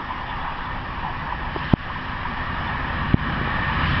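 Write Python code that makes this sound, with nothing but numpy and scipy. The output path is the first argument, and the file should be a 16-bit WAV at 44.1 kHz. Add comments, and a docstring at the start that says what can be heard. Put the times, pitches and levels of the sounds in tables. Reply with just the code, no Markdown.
"""At a small station, a diesel freight train is coming closer. Its engine throbs, its wheels roar
and the rails sing ever louder, with brief zings and swishes. Far wagons clatter behind it.
The air hisses softly, and there is one light double knock nearby. Puffs of wind pop on the
microphone; the strong ones overload it and make its gain control turn the sound down for a moment."""
import sys
import numpy as np
from scipy import signal
from scipy.fft import rfft, irfft, next_fast_len
from scipy.io import wavfile
from scipy.ndimage import uniform_filter1d, map_coordinates

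SR = 44100
rng = np.random.default_rng(int(sys.argv[2]) if len(sys.argv) > 2 else 0)


def wav_out(sig):
    """Save sig, one row per channel (or a flat mono array), as 16-bit PCM at SR to the path in sys.argv[1]."""
    wavfile.write(sys.argv[1], SR, np.round(np.clip(np.atleast_2d(sig).T, -1, 1) * 32767).astype(np.int16))


N = 176400
TIME = np.arange(N) / SR


def amp(db):
    """Turn decibels into a number to multiply by."""
    return 10 ** (np.asarray(db) / 20)


def unit(x):
    """Scale a signal so that its average strength (rms) is 1."""
    return x / np.sqrt(np.mean(x ** 2) + 1e-20)


def follow(points):
    """Join (time, value) points with straight lines."""
    return np.interp(TIME, *np.transpose(points))


def wobble(rate):
    """A smooth curve through `rate` random values a second."""
    return map_coordinates(rng.standard_normal(int(N * rate / SR) + 4), [TIME * rate], mode="nearest")


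def filtered(x, response):
    """Make each frequency of x louder or softer by response(hz)."""
    size = next_fast_len(N + SR // 2)
    return irfft(rfft(x, size) * response(np.fft.rfftfreq(size, 1 / SR)), size)[:N]


def rush(spectrum, patchy_db):
    """Noise of strength 1, shaped by (f, level) points, with random louder and softer patches."""
    grid = signal.stft(rng.standard_normal(N), nperseg=1024)[2]  # frequency by time
    patches = uniform_filter1d(rng.standard_normal(grid.shape), size=6, axis=0)
    patches = uniform_filter1d(patches, size=6, axis=1)
    noise = signal.istft(grid * amp(patchy_db * unit(patches)), nperseg=1024)[1][:N]
    f, db = np.transpose(spectrum)
    shape = lambda hz: amp(np.interp(np.log(hz + 1), np.log(f + 1), db, left=-120, right=-120))
    return unit(filtered(noise, shape))


def ringing(centre_hz, width_hz):
    """Noise of strength 1 that rings around one pitch."""
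    peak = lambda hz: 1 / (1 + 2 * ((hz - centre_hz) / width_hz) ** 2)
    return unit(filtered(rng.standard_normal(N), peak))


def nearing(growth, start_m=136.2, speed_m_per_s=24.5):
    """Gain that rises as the train nears; with growth 1, half the distance doubles it."""
    return (start_m / (start_m - speed_m_per_s * TIME)) ** growth


# Tones of the engine's throb: cycles per crankshaft turn, relative level/dB
THROB_TONES = [(3, -41.5), (4, -43.5), (5, -43), (6, -45.5), (8, -46), (9, -44), (10, -53), (11, -51),
               (14, -59.5), (17, -59), (20, -55.5)]
# Tones of the locomotive's hum: f/Hz, relative level/dB
HUM_TONES = [(254.4, -47), (381.6, -57.5), (508.8, -64)]
# Shape of the exhaust noise: f/Hz, relative level/dB
EXHAUST_SPECTRUM = [(20, -19), (45, -4.5), (90, -1), (145, 0), (220, -1), (280, -6.5), (350, -12.5),
                    (430, -18), (600, -17), (800, -36)]
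# How throb and exhaust grow as the engine nears: t/s, relative level/dB
ENGINE_LOUDNESS = [(0, -4.5), (.6, -1.5), (1.2, 1), (2.0, 1.5), (2.5, 3.5), (3.05, 8), (3.4, 9),
                   (3.65, 7.5), (3.95, 12.5)]

def engine(shaft_hz=16.1):
    """The turning crankshaft throbs under a rough hum, while the exhaust rumbles."""
    engine_time = np.cumsum(1 + .003 * wobble(3)) / SR  # the speed is slightly unsteady

    def tone(hz, db):
        """One engine tone, fading in and out on its way to us."""
        strength = np.sqrt(2) * amp(db + 2.45 * wobble(5))
        return strength * np.sin(2 * np.pi * (hz * engine_time + rng.random()))

    throb = amp(-2) * sum(tone(cycles * shaft_hz, db) for cycles, db in THROB_TONES)
    hum_gain = amp(-3.5 + 2.5 * wobble(25)) * nearing(growth=.9)
    hum = hum_gain * sum(tone(hz, db) for hz, db in HUM_TONES)
    exhaust = amp(-39 + .6 * wobble(9)) * rush(EXHAUST_SPECTRUM, patchy_db=1.9)
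    return amp(follow(ENGINE_LOUDNESS)) * (throb + exhaust) + hum


# Shape of the noise of wheels on rails: f/Hz, relative level/dB
ROLLING_SPECTRUM = [(260, -39), (450, -21), (490, -10), (540, -10.5), (614, -10), (668, -11), (819, -4),
                    (902, -10), (982, -0.5), (1080, 0.5), (1130, 2), (1300, -5), (1400, -5.5), (1810, 2),
                    (2100, -12), (2310, -7), (2660, -12.5), (2960, -11), (3220, -14), (4080, -21.5),
                    (4390, -30), (4990, -29), (5800, -46), (7540, -71.5), (12800, -120)]
# Pitches at which the rails ring: f/Hz, width/Hz, relative level/dB
RAIL_PITCHES = [(1154, 32, -47.5), (1284, 30, -47.5), (1689, 45, -46), (1814, 32, -44.5), (1865, 22, -51.5),
                (1991, 7.3, -54.5), (2277, 44, -61), (2864, 30, -57.5), (2992, 18, -56), (3970, 18, -72.5)]

def wheels():
    """Rolling wheels roar and make the rails sing, louder as they come closer."""
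    roar_gain = amp(-38 + .3 * wobble(8.9)) * nearing(growth=1.08)
    roar = roar_gain * rush(ROLLING_SPECTRUM, patchy_db=1.28)
    song = sum(amp(db + 1.9 * wobble(6)) * ringing(hz, width) for hz, width, db in RAIL_PITCHES)
    return roar + amp(-3) * nearing(growth=1.094) * song


# Shape of the far wagons' noise: f/Hz, relative level/dB
WAGON_SPECTRUM = [(220, -22.5), (330, -13), (450, -18.5), (560, -13.5), (660, -13), (800, -5), (930, 0.5),
                  (1100, -4.5), (1270, -7.5), (1420, -14), (1800, -14.5), (2100, -19), (3000, -21),
                  (3800, -50.5)]
# How that noise rises and falls: t/s, level/dB
WAGON_LOUDNESS = [(0, -33.5), (.3, -32), (.65, -32.5), (.82, -35), (1.1, -32), (1.65, -34.5), (2.05, -37.5),
                  (2.7, -32), (3.3, -35.5), (3.7, -31), (4, -34.5)]

def wagons():
    """The clatter of far wagons blurs into a fluttering noise."""
    flutter_db = 1.04 * wobble(35)
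    return amp(follow(WAGON_LOUDNESS) + flutter_db) * rush(WAGON_SPECTRUM, patchy_db=2.5)


# Shape of the outdoor hiss: f/Hz, relative level/dB
HISS_SPECTRUM = [(1500, -7.5), (2600, 0.5), (3400, 2), (3800, -10), (4400, -7.5), (5100, -7.5), (5600, -15),
                 (6000, -25)]
# Shape of the wind noise on the microphone: f/Hz, relative level/dB
BREEZE_SPECTRUM = [(6, -22), (12, 4), (35, 1), (60, -8), (100, -9), (200, -19.5), (400, -31)]

def air():
    """The outdoors hisses steadily, and a light breeze rumbles on the microphone."""
    hiss = amp(-49) * rush(HISS_SPECTRUM, patchy_db=1.6)
    breeze = amp(-36 + 1.3 * wobble(8)) * rush(BREEZE_SPECTRUM, patchy_db=-1.0)
    return hiss + breeze


# When the wagons clank: t/s, level/dB
CLANK_TIMES = [(0.103, -20.5), (0.177, -27), (0.209, -25), (1.147, -24), (1.322, -22.5), (1.898, -24.5),
               (1.955, -24), (2.25, -23), (2.649, -26.5), (2.745, -23.5)]
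# Tones in one clank: f/Hz, relative level/dB
CLANK_TONES = [(900, -8.5), (1000, 0), (1130, -9)]

def clanks(rise_s=.0039, pitch_spread=.025):
    """The wagons clank and ring briefly, at slightly different pitches each time."""
    out = np.zeros(N)
    for start, level in CLANK_TIMES:
        age = np.maximum(TIME - start, 0)
        ring = sum(amp(db) * np.sin(2 * np.pi * (hz * rng.normal(1, pitch_spread) * age + rng.random()))
                   for hz, db in CLANK_TONES)
        rise_and_fall = age / rise_s * np.exp(1 - age / rise_s)
        out += amp(level) * ring * rise_and_fall
    return out


def swell(peak_s, half_width_s):
    """A bell-shaped rise and fall around one moment."""
    return np.exp(-.5 * ((TIME - peak_s) / half_width_s) ** 2)


# When the rails zing: t/s, level/dB
ZING_TIMES = [(0.219, -48.5), (.3, -45), (.42, -44), (.54, -52), (.66, -48), (1.64, -47.5), (2.68, -40.5)]

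def rail_zings():
    """Thin, faint zings run along the rails ahead of the train."""
    loudness = sum(amp(db) * swell(peak_s, half_width_s=.011) for peak_s, db in ZING_TIMES)
    return loudness * ringing(centre_hz=3426, width_hz=110)


# The two hits of the double knock: t/s, relative level/dB
KNOCK_TIMES = [(1.561, -4.5), (1.5641, -16)]
# Tones in one hit: f/Hz, relative level/dB, time to fade by 60 dB/s
KNOCK_TONES = [(377, -1.5, 0.015), (610, -7.5, 0.016), (980, 1.5, 0.0097)]

def knocks(rise_s=.001):
    """A dull, soft double knock near the microphone dies away at once."""
    out = np.zeros(N)
    for start, level in KNOCK_TIMES:
        age = np.maximum(TIME - start, 0)
        ring = sum(amp(level + db - 60 * age / fade_s) * np.sin(2 * np.pi * hz * age)
                   for hz, db, fade_s in KNOCK_TONES)
        out += ring * (1 - np.exp(-(age / rise_s) ** 2))
    return out


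# When the rails swish: t/s, half width/s, level/dB
SWISH_TIMES = [(1.676, 0.099, -37), (3.9, 0.082, -32)]
# Shape of the swishing noise: f/Hz, relative level/dB
SWISH_SPECTRUM = [(1200, -5.5), (1700, 2), (2400, -0.5), (3100, 0.5), (3500, -3.5), (4100, -11),
                  (5200, -15), (5900, -37.5)]

def rail_swishes():
    """Short swells of hiss run along the rails ahead of the train."""
    loudness = sum(amp(db) * swell(peak_s, half_width_s) for peak_s, half_width_s, db in SWISH_TIMES)
    return loudness * rush(SWISH_SPECTRUM, patchy_db=3.0)


# When each puff of wind turns from pulling to pushing: t/s, level/dB, time scale/s
WIND_PUFFS = [(1.7378, 14.5, 0.00073), (3.1437, 7.5, 0.00094), (3.4148, -13, 0.00069),
              (3.4758, -16, 0.00053)]

def wind_pops(rebound=1.09, tail=2.12):
    """Each puff sucks at the microphone's thin diaphragm, which snaps back and settles more slowly."""
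    out = np.zeros(N)
    for turn_s, db, scale_s in WIND_PUFFS:
        progress = (TIME - turn_s) / scale_s
        before, after = np.minimum(progress, 0), np.maximum(progress, 0)
        pull = before * np.exp(-before ** 2 / 2)
        swing_back = rebound * after * np.exp(-after / tail - (after / tail) ** 2 / 2)
        out += amp(db) * (pull + swing_back)
    return out


def scene():
    """Add the train, the air and the nearby sounds into one channel."""
    background = engine() + wheels() + wagons() + air()
    events = clanks() + rail_zings() + knocks() + rail_swishes() + wind_pops()
    return (background + events)[None]


def gain_control(x, limit_db=-8.5, attack_s=.0029, release_s=.036):
    """Peaks above the limit quickly turn the sound down; it comes back more slowly."""
    excess_db = np.maximum(20 * np.log10(np.abs(x) + 1e-9) - limit_db, 1e-9)
    fall = TIME / release_s
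    held_db = np.exp(np.maximum.accumulate(np.log(excess_db) + fall) - fall)  # each peak lingers, fading
    smoothing = np.exp(-1 / (attack_s * SR))
    cut_db = signal.lfilter([1 - smoothing], [1, -smoothing], held_db)
    return x * amp(-cut_db)


def record(dry, ceiling=.71, top_hz=5900):
    """After the gain control, peaks still too big are clipped flat and the high treble is cut off."""
    clipped = np.clip(gain_control(dry[0]), -ceiling, ceiling)
    return filtered(clipped, lambda hz: 1 / np.sqrt(1 + (hz / top_hz) ** 120))[None]


dry = scene()
out = record(dry)
wav_out(out)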